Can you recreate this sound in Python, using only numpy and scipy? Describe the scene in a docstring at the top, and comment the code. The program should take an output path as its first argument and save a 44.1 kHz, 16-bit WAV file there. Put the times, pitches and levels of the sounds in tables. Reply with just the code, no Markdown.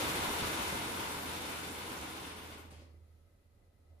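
"""Plastic flaps clatter on a wall-sized split-flap display in a bare room, heard from a few metres.
Each module drops about 13 flaps a second: short noise snaps that bounce, ring and echo in the room.
Landings also shake the cabinet: low filtered thuds and knocks. Some flaps land hard and stand out.
One by one the modules reach their letters and stop, leaving a wavering low hum (a sine)
and faint room noise (filtered noise) with a soft rush."""
import sys
import numpy as np
from scipy import signal
from scipy.fft import rfft, irfft, next_fast_len
from scipy.io import wavfile

SR = 44100
rng = np.random.default_rng(int(sys.argv[2]) if len(sys.argv) > 2 else 0)


def master(y):
    """Save y as 16-bit WAV."""
    cut = np.clip(np.atleast_2d(y).T, -1, 1)
    pcm = np.round(cut * 32767)  # scale
    wavfile.write(sys.argv[1], SR, pcm.astype(np.int16))


N = 176400  # length in samples: 4 s


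def from_db(db):
    """Turn decibels into a gain."""
    return 10 ** (np.asarray(db) / 20)


def rms_one(x):
    """Scale to an rms of one."""
    return x / np.sqrt(np.mean(x ** 2) + 1e-20)


def at_time(rows, t):
    """Read a curve at the given times, with straight lines between its points."""
    return np.interp(t, *np.transpose(rows))


def at_hz(rows, hz):
    """Read a curve over frequency, with pitch steps (log frequency) as the scale."""
    f, value = np.transpose(rows)
    return np.interp(np.log(hz + 1e-9), np.log(f), value)


def colour(x, gain_at):
    """Filter by a gain that depends on frequency."""
    size = next_fast_len(x.shape[-1] + SR // 4)
    hz = np.fft.rfftfreq(size, 1 / SR)
    return irfft(rfft(x, size) * gain_at(hz), size)[..., :x.shape[-1]]


def body(spectrum, resonances, hz):
    """Gain of a broad spectrum with resonant peaks; white noise keeps its power."""
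    lift = sum(db / (1 + (2 * (hz - f) / width) ** 2) for f, width, db in resonances)
    return rms_one(from_db(at_hz(spectrum, hz) + lift))


def drift(rate_hz):
    """Random wavering of spread 1; a higher rate makes it quicker."""
    return rms_one(colour(rng.standard_normal(N), lambda hz: np.exp(-hz / rate_hz)))


# How alike left and right are in sound from all around: f/Hz, correlation
EAR_LIKENESS = [(60, 0.9), (250, 0.87), (450, 0.42), (800, 0.17), (2000, 0.014), (14000, .02)]


def diffuse(size):
    """Stereo noise from all around: alike in the bass, nearly unrelated in the treble."""
    mid, side = rng.standard_normal((2, size))
    mid = colour(mid, lambda hz: np.sqrt(1 + np.clip(at_hz(EAR_LIKENESS, hz), -1, 1)))
    side = colour(side, lambda hz: np.sqrt(1 - np.clip(at_hz(EAR_LIKENESS, hz), -1, 1)))
    return np.array([mid + side, mid - side])


# How long the room's echo takes to fall by 60 dB: f/Hz, decay time/s
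ECHO_DECAY = [(100, 1), (500, 0.8), (2000, 0.54), (5000, 0.48), (14000, 0.3)]


def room(x, wet_db):
    """Add a diffuse tail that dies sooner in the treble, then scale down to make up for it."""
    t, noise, tail = np.arange(SR) / SR, rfft(diffuse(SR)), 0
    edges = np.geomspace(20, 20000, 11)
    hz = np.fft.rfftfreq(SR, 1 / SR)
    for low, high in zip(edges, edges[1:]):
        decay = from_db(-60 * t / at_hz(ECHO_DECAY, np.sqrt(low * high)))
        band = irfft(noise * (hz >= low) * (hz < high), SR)
        tail = tail + band * decay / np.linalg.norm(decay)
    wet = from_db(wet_db)
    echo = signal.fftconvolve(x, tail, axes=1)[:, :x.shape[1]]
    return (x + wet * echo) / np.hypot(1, wet)


# Colour of the room noise: f/Hz, relative level/dB
AIR_COLOUR = [(25, -12), (42, 3), (60, -8.5), (95, 2.5), (115, -6.5), (150, -11.5), (290, -14), (390, -16),
              (560, -17.5), (840, -24), (1280, -33), (1600, -29), (2000, -32.5), (2900, -33), (4300, -34),
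              (6000, -36.5), (8500, -37), (10300, -35), (14400, -38)]
# Faint ringing bands in it: f/Hz, width/Hz, lift/dB
AIR_RINGING = [(569, 13, 8.5), (1282, 124, 13), (2014, 120, 12.5), (2470, 79, 5), (4100, 580, 2.5)]
# Its loudness over time, before the stereo mix and wavering: t/s, level/dB
AIR_LOUDNESS = [(0, -75), (3.1, -70), (3.45, -71), (4, -71)]
AIR_WAVER_DB, AIR_WAVER_HZ = .4, 12


def air():
    """Faint, slightly wavering rumble and hiss of the room: noise filtered into a few ringing bands."""
    noise = colour(diffuse(N), lambda hz: body(AIR_COLOUR, AIR_RINGING, hz))
    level_db = at_time(AIR_LOUDNESS, np.arange(N) / SR) + AIR_WAVER_DB * drift(AIR_WAVER_HZ)
    return noise * from_db(level_db)


# Loudness of the soft rush over time, before the stereo mix: t/s, level/dB
RUSH_LOUDNESS = [(0, -100), (3.45, -96), (3.63, -79), (3.74, -88), (3.93, -77), (4, -76)]
# Its dull colour: f/Hz, relative level/dB
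RUSH_COLOUR = [(100, -19), (280, -4), (550, 0), (720, -5), (1000, -14), (2500, -34), (8000, -50)]


def swell():
    """A soft, dull rush that comes and goes late in the background: noise with little treble."""
    noise = colour(diffuse(N), lambda hz: body(RUSH_COLOUR, [], hz))
    return noise * from_db(at_time(RUSH_LOUDNESS, np.arange(N) / SR))


# Loudness of the low hum, before trim and flutter: t/s, level/dB
HUM_LOUDNESS = [(0, -51), (2.3, -56.5), (2.55, -53), (2.85, -53.5), (3.15, -56), (3.28, -65), (3.42, -70),
                (3.53, -63.5), (3.66, -73), (3.8, -68), (3.9, -58), (4, -59)]
HUM_HZ, HUM_WANDER_HZ, HUM_WANDER_RATE_HZ = 80.6, 2.31, 7.3
HUM_TRIM_DB, HUM_FLUTTER_DB, HUM_FLUTTER_HZ = -3.5, 2, 30


def hum():
    """A low sine whose pitch wavers and whose loudness flutters, swells and sinks."""
    pitch_hz = HUM_HZ + HUM_WANDER_HZ * drift(HUM_WANDER_RATE_HZ)
    phase = 2 * np.pi * np.cumsum(pitch_hz) / SR
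    level_db = HUM_TRIM_DB + at_time(HUM_LOUDNESS, np.arange(N) / SR)
    level_db = level_db + HUM_FLUTTER_DB * drift(HUM_FLUTTER_HZ)
    return np.sqrt(2) * np.sin(phase) * from_db(level_db)


# Colour of the cabinet's thud: f/Hz, relative level/dB
THUD_COLOUR = [(25, -23), (45, -9), (62, 1.5), (85, -4.5), (110, 1.5), (150, -3.5), (200, -0.5), (290, 1),
               (400, -1), (520, -3), (700, -14), (1500, -24), (5000, -73)]
# Resonances of flaps and housings: f/Hz, width/Hz, lift/dB
HOUSING_RESONANCES = [(270, 30, 1), (910, 74, -1), (1083, 20, 1.5), (2080, 62, 4), (3610, 160, 5),
                      (4750, 220, -2.5), (8730, 750, 2.5)]
THUD_ROOM_DB = -0.5


def cabinet(clicks):
    """The low, boxy answer of the cabinet to the landing flaps, in the room."""
    boxy = colour(clicks, lambda hz: body(THUD_COLOUR, HOUSING_RESONANCES, hz))
    return room(boxy, THUD_ROOM_DB)[:, SR:]


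# Heavier knocks of the cabinet, before the room: t/s, level/dB (of the whole knock's energy)
CABINET_KNOCKS = [(0.044, -14), (0.193, -13), (0.283, -13), (0.422, -12.5), (0.474, -23), (0.582, -28),
                  (0.725, -11), (0.806, -25), (0.862, -20), (1.165, -19), (1.902, -22.5), (2.552, -24),
                  (2.72, -28), (2.796, -29), (2.818, -30), (2.94, -35)]
KNOCK_RISE_S, KNOCK_TOP_HZ = 0.0029, 520


def knocks():
    """Heavier knocks stand out of the clatter: each a short, dull shudder of the cabinet."""
    t, out = np.arange(SR // 25) / SR, np.zeros(N + SR)
    dull = lambda hz: body(THUD_COLOUR, [], hz) / np.hypot(1, (hz / KNOCK_TOP_HZ) ** 3)
    for s, db in CABINET_KNOCKS:
        shudder = colour(rng.standard_normal(len(t)), dull)
        shudder *= t * np.exp(-t / KNOCK_RISE_S)  # swells, then dies away
        at = int((s + 1) * SR)
        out[at:at + len(t)] += from_db(db) * shudder / np.linalg.norm(shudder)
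    return room(np.array([out, out]), wet_db=-3)[:, SR:]


BOUNCE_S, BOUNCE_LOSS_DB = .008, 4  # typical time between bounces, loss at each


def contacts(falls, count):
    """Stereo clicks, starting a second early: each flap lands and bounces, weaker every time."""
    s, strength, lag = falls.T
    out = np.zeros((2, N + SR))
    gap = rng.uniform(.5, 1.5, (count, len(s)))
    sign = rng.choice([-1, 1], (count, len(s)))
    for k in range(count):
        click = sign[k] * strength * from_db(-BOUNCE_LOSS_DB * k)
        for ear, delay in enumerate((lag, 0)):  # the left ear hears it later
            at = ((s + 1 + k * BOUNCE_S * gap[k] + delay) * SR).astype(int)
            np.add.at(out[ear], np.clip(at, 0, N + SR - 1), click)
    return out


WALL_LAG_S, WALL_LAG_SPREAD_S = .00028, .00008  # lag of the left ear, and its reach over the wall
SLAP_ROOM_DB = 10  # room tail of the slapping flaps
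# Flaps of the last modules, before the room: t/s, level/dB
FINAL_FLAPS = [(2.709, -31.5), (2.718, -38), (2.728, -41), (2.742, -40), (2.765, -41), (2.785, -38),
               (2.8, -37), (2.82, -44)]
# Their colour: f/Hz, relative level/dB
FINAL_COLOUR = [(400, 6.5), (900, 4), (1500, 1), (2400, 0.5), (3500, -1.5), (5000, -3), (9000, -12),
                (14000, -17)]


def last_flaps():
    """The last modules tick on alone for a moment: bouncing clicks, coloured and echoing."""
    falls = np.array([(s, from_db(db), WALL_LAG_S) for s, db in FINAL_FLAPS])
    ticks = colour(contacts(falls, count=3), lambda hz: body(FINAL_COLOUR, [], hz))
    return room(ticks, SLAP_ROOM_DB)[:, SR:]


# Colour of the slapping flaps: f/Hz, relative level/dB
SLAP_COLOUR = [(300, -22), (500, -6), (650, -1.5), (900, 3), (1200, -1.5), (1480, 0), (1850, -5),
               (2100, -3), (2630, -4.5), (3600, -7.5), (4600, -7.5), (5300, -11.5), (8700, -13.5)]
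# The same colour at the very top: f/Hz, relative level/dB
SLAP_TREBLE = [(10200, -14.3), (13300, -16), (14400, -17.5)]
# Flaps that land hard enough to stand out: t/s, level/dB (before the room), centre of the lift f/Hz
HARD_LANDINGS = [(.053, -22, 1500), (.332, -15, 1860), (.472, -26, 1100), (.684, -19.5, 1500),
                 (.761, -19, 2140), (1.057, -17, 1000), (1.575, -22, 1400), (1.736, -27, 2100),
                 (1.945, -26, 1200), (2.706, -34.5, 8900), (2.736, -36.5, 2800)]
CLACK_WIDTH_OCTAVES, CLACK_LIFT_DB, CLACK_ROOM_DB = 0.34, 10.5, 4.5


def clacks():
    """Hard landings, drier than the slaps, each lifted around a pitch of its own."""
    out = 0
    for s, db, centre_hz in HARD_LANDINGS:
        octaves = lambda hz: np.log2((hz + 1) / centre_hz)
        lift = lambda hz: from_db(CLACK_LIFT_DB * np.exp(-(octaves(hz) / CLACK_WIDTH_OCTAVES) ** 2))
        hit = contacts(np.array([(s, from_db(db), WALL_LAG_S)]), count=3)
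        out = out + colour(hit, lambda hz: rms_one(body(SLAP_COLOUR + SLAP_TREBLE, [], hz) * lift(hz)))
    return room(out, CLACK_ROOM_DB)[:, SR:]


# Loudness of all running modules together, before random spread and trims: t/s, level/dB
CLATTER_LOUDNESS = [(0, -38.5), (.45, -39.5), (.85, -42.5), (1.25, -44), (1.7, -46.5), (2.1, -49),
                    (2.3, -51.5), (2.5, -55), (2.6, -58.5), (2.66, -70)]
MODULE_COUNT, FLAPS_PER_S, SPEED_SPREAD = 60, 13.5, .015  # the spread is a share of the speed
MODULE_SPREAD_DB, FLAP_SPREAD_DB = 3.5, 2
ALL_STOPPED_S, LEAD_IN_S = 2.66, .5  # the flaps already run before the sound starts


def flap_falls():
    """Every module flips steadily until its letter shows: rows (t/s, strength, left-ear lag/s)."""
    grid = np.linspace(0, ALL_STOPPED_S, 200)
    power = np.minimum.accumulate(from_db(at_time(CLATTER_LOUDNESS, grid)) ** 2)
    running = np.ceil(MODULE_COUNT * np.sqrt(power / power[0]))
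    turns, rows = np.arange(48), []
    for k in range(MODULE_COUNT):
        speed, size, place = rng.standard_normal(3)
        jitter, force = rng.standard_normal((2, len(turns)))
        rate = FLAPS_PER_S * (1 + SPEED_SPREAD * speed)
        s = (turns + rng.random() + .04 * jitter) / rate - LEAD_IN_S
        strength = from_db(MODULE_SPREAD_DB * np.tanh(size) + FLAP_SPREAD_DB * force - FLAP_SPREAD_DB)
        # share the total loudness among the modules still running
        share = np.sqrt(SR / FLAPS_PER_S / np.interp(s, grid, running))
        strength *= from_db(at_time(CLATTER_LOUDNESS, s)) * share
        stop_s = grid[running > k].max(initial=0)
        lag = np.full(len(s), WALL_LAG_S + WALL_LAG_SPREAD_S * np.tanh(place))
        rows += list(np.transpose([s, strength * (s < stop_s), lag]))
    return np.array(rows)


THUD_TRIM_DB, THUD_FOLLOWS = -4.5, 0.86  # the thud falls 0.86 dB for each dB of clatter


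def thuds(falls):
    """Each landing also shakes the cabinet; this fades a little more slowly than the slapping."""
    fall_db = at_time(CLATTER_LOUDNESS, np.arange(N) / SR) - CLATTER_LOUDNESS[0][1]
    gain = from_db(THUD_TRIM_DB + (THUD_FOLLOWS - 1) * fall_db)
    return cabinet(contacts(falls * [1, 1, 0], count=1)) * gain  # no lag between the ears


SNAP_S = 0.00022  # time for a snap to fade to about a third


def snaps(falls, count):
    """Plastic on plastic: very short noise snaps in several random shades."""
    t, out = np.arange(SR // 500) / SR, 0
    for group in np.array_split(rng.permutation(falls), count):
        snap = rng.standard_normal(len(t)) * np.exp(-t / SNAP_S)
        snap = snap / np.linalg.norm(snap)
        out = out + signal.oaconvolve(contacts(group, count=3), [snap], axes=1)
    return out


SLAP_TRIM_DB, SLAP_LOW_HZ = -0.5, 506


def slaps(falls, tuning):
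    """Landing flaps ring with their resonances, shifted by the tuning factor, and fill the room."""
    peaks = [(hz * tuning, width, db) for hz, width, db in HOUSING_RESONANCES]
    out = colour(snaps(falls, count=7), lambda hz: body(SLAP_COLOUR + SLAP_TREBLE, peaks, hz))
    low_cut = signal.butter(2, SLAP_LOW_HZ, "high", fs=SR, output="sos")
    out = signal.sosfilt(low_cut, out)
    return from_db(SLAP_TRIM_DB) * room(out, SLAP_ROOM_DB)[:, SR:SR + N]


TUNING_SPREAD = 0.0067  # the resonances differ from one part of the wall to another


def display(count):
    """The flaps are dealt into groups, each with its own slap tuning and its own room reflections."""
    groups = np.array_split(rng.permutation(flap_falls()), count)
    tunings = 1 + TUNING_SPREAD * np.linspace(-1, 1, count)
    return sum(slaps(group, tuning) + thuds(group) for group, tuning in zip(groups, tunings))


def scene():
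    """The display's clatter over the room's hum and air."""
    background = air() + swell() + hum()
    return background + knocks() + last_flaps() + clacks() + display(count=5)


# Stereo treble: the left channel takes a share of the right's sound, slightly late:
# f/Hz, share (0 to 1)
SHARED_TREBLE = [(2500, 0), (4500, 0.02), (7000, 0), (8600, 0.48), (10000, 1), (11500, 1)]
# Left minus right: f/Hz, level/dB
EAR_BALANCE = [(60, -4.5), (250, -1), (700, 1.1), (2500, 1.5), (6000, -0.5), (9000, -1.3), (13000, 0)]
SHARED_LAG_S, CUTOFF_HZ = .000296, 14500


def record(dry):
    """The left channel takes some of the right's treble, late; the two differ in colour; the top is cut."""
    share = lambda hz: np.clip(at_hz(SHARED_TREBLE, hz), 0, 1)
    late = lambda hz: np.exp(-2j * np.pi * hz * SHARED_LAG_S)
    left = colour(dry[0], lambda hz: np.sqrt(1 - share(hz) ** 2))
    left += colour(dry[1], lambda hz: share(hz) * late(hz))
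    halves = np.array([[.5], [-.5]])  # half the difference to each side
    heard = colour(np.array([left, dry[1]]), lambda hz: from_db(at_hz(EAR_BALANCE, hz) * halves))
    steep_cut = signal.ellip(12, .2, 80, CUTOFF_HZ, fs=SR, output="sos")
    return signal.sosfilt(steep_cut, heard)


dry = scene()
out = record(dry)
master(out)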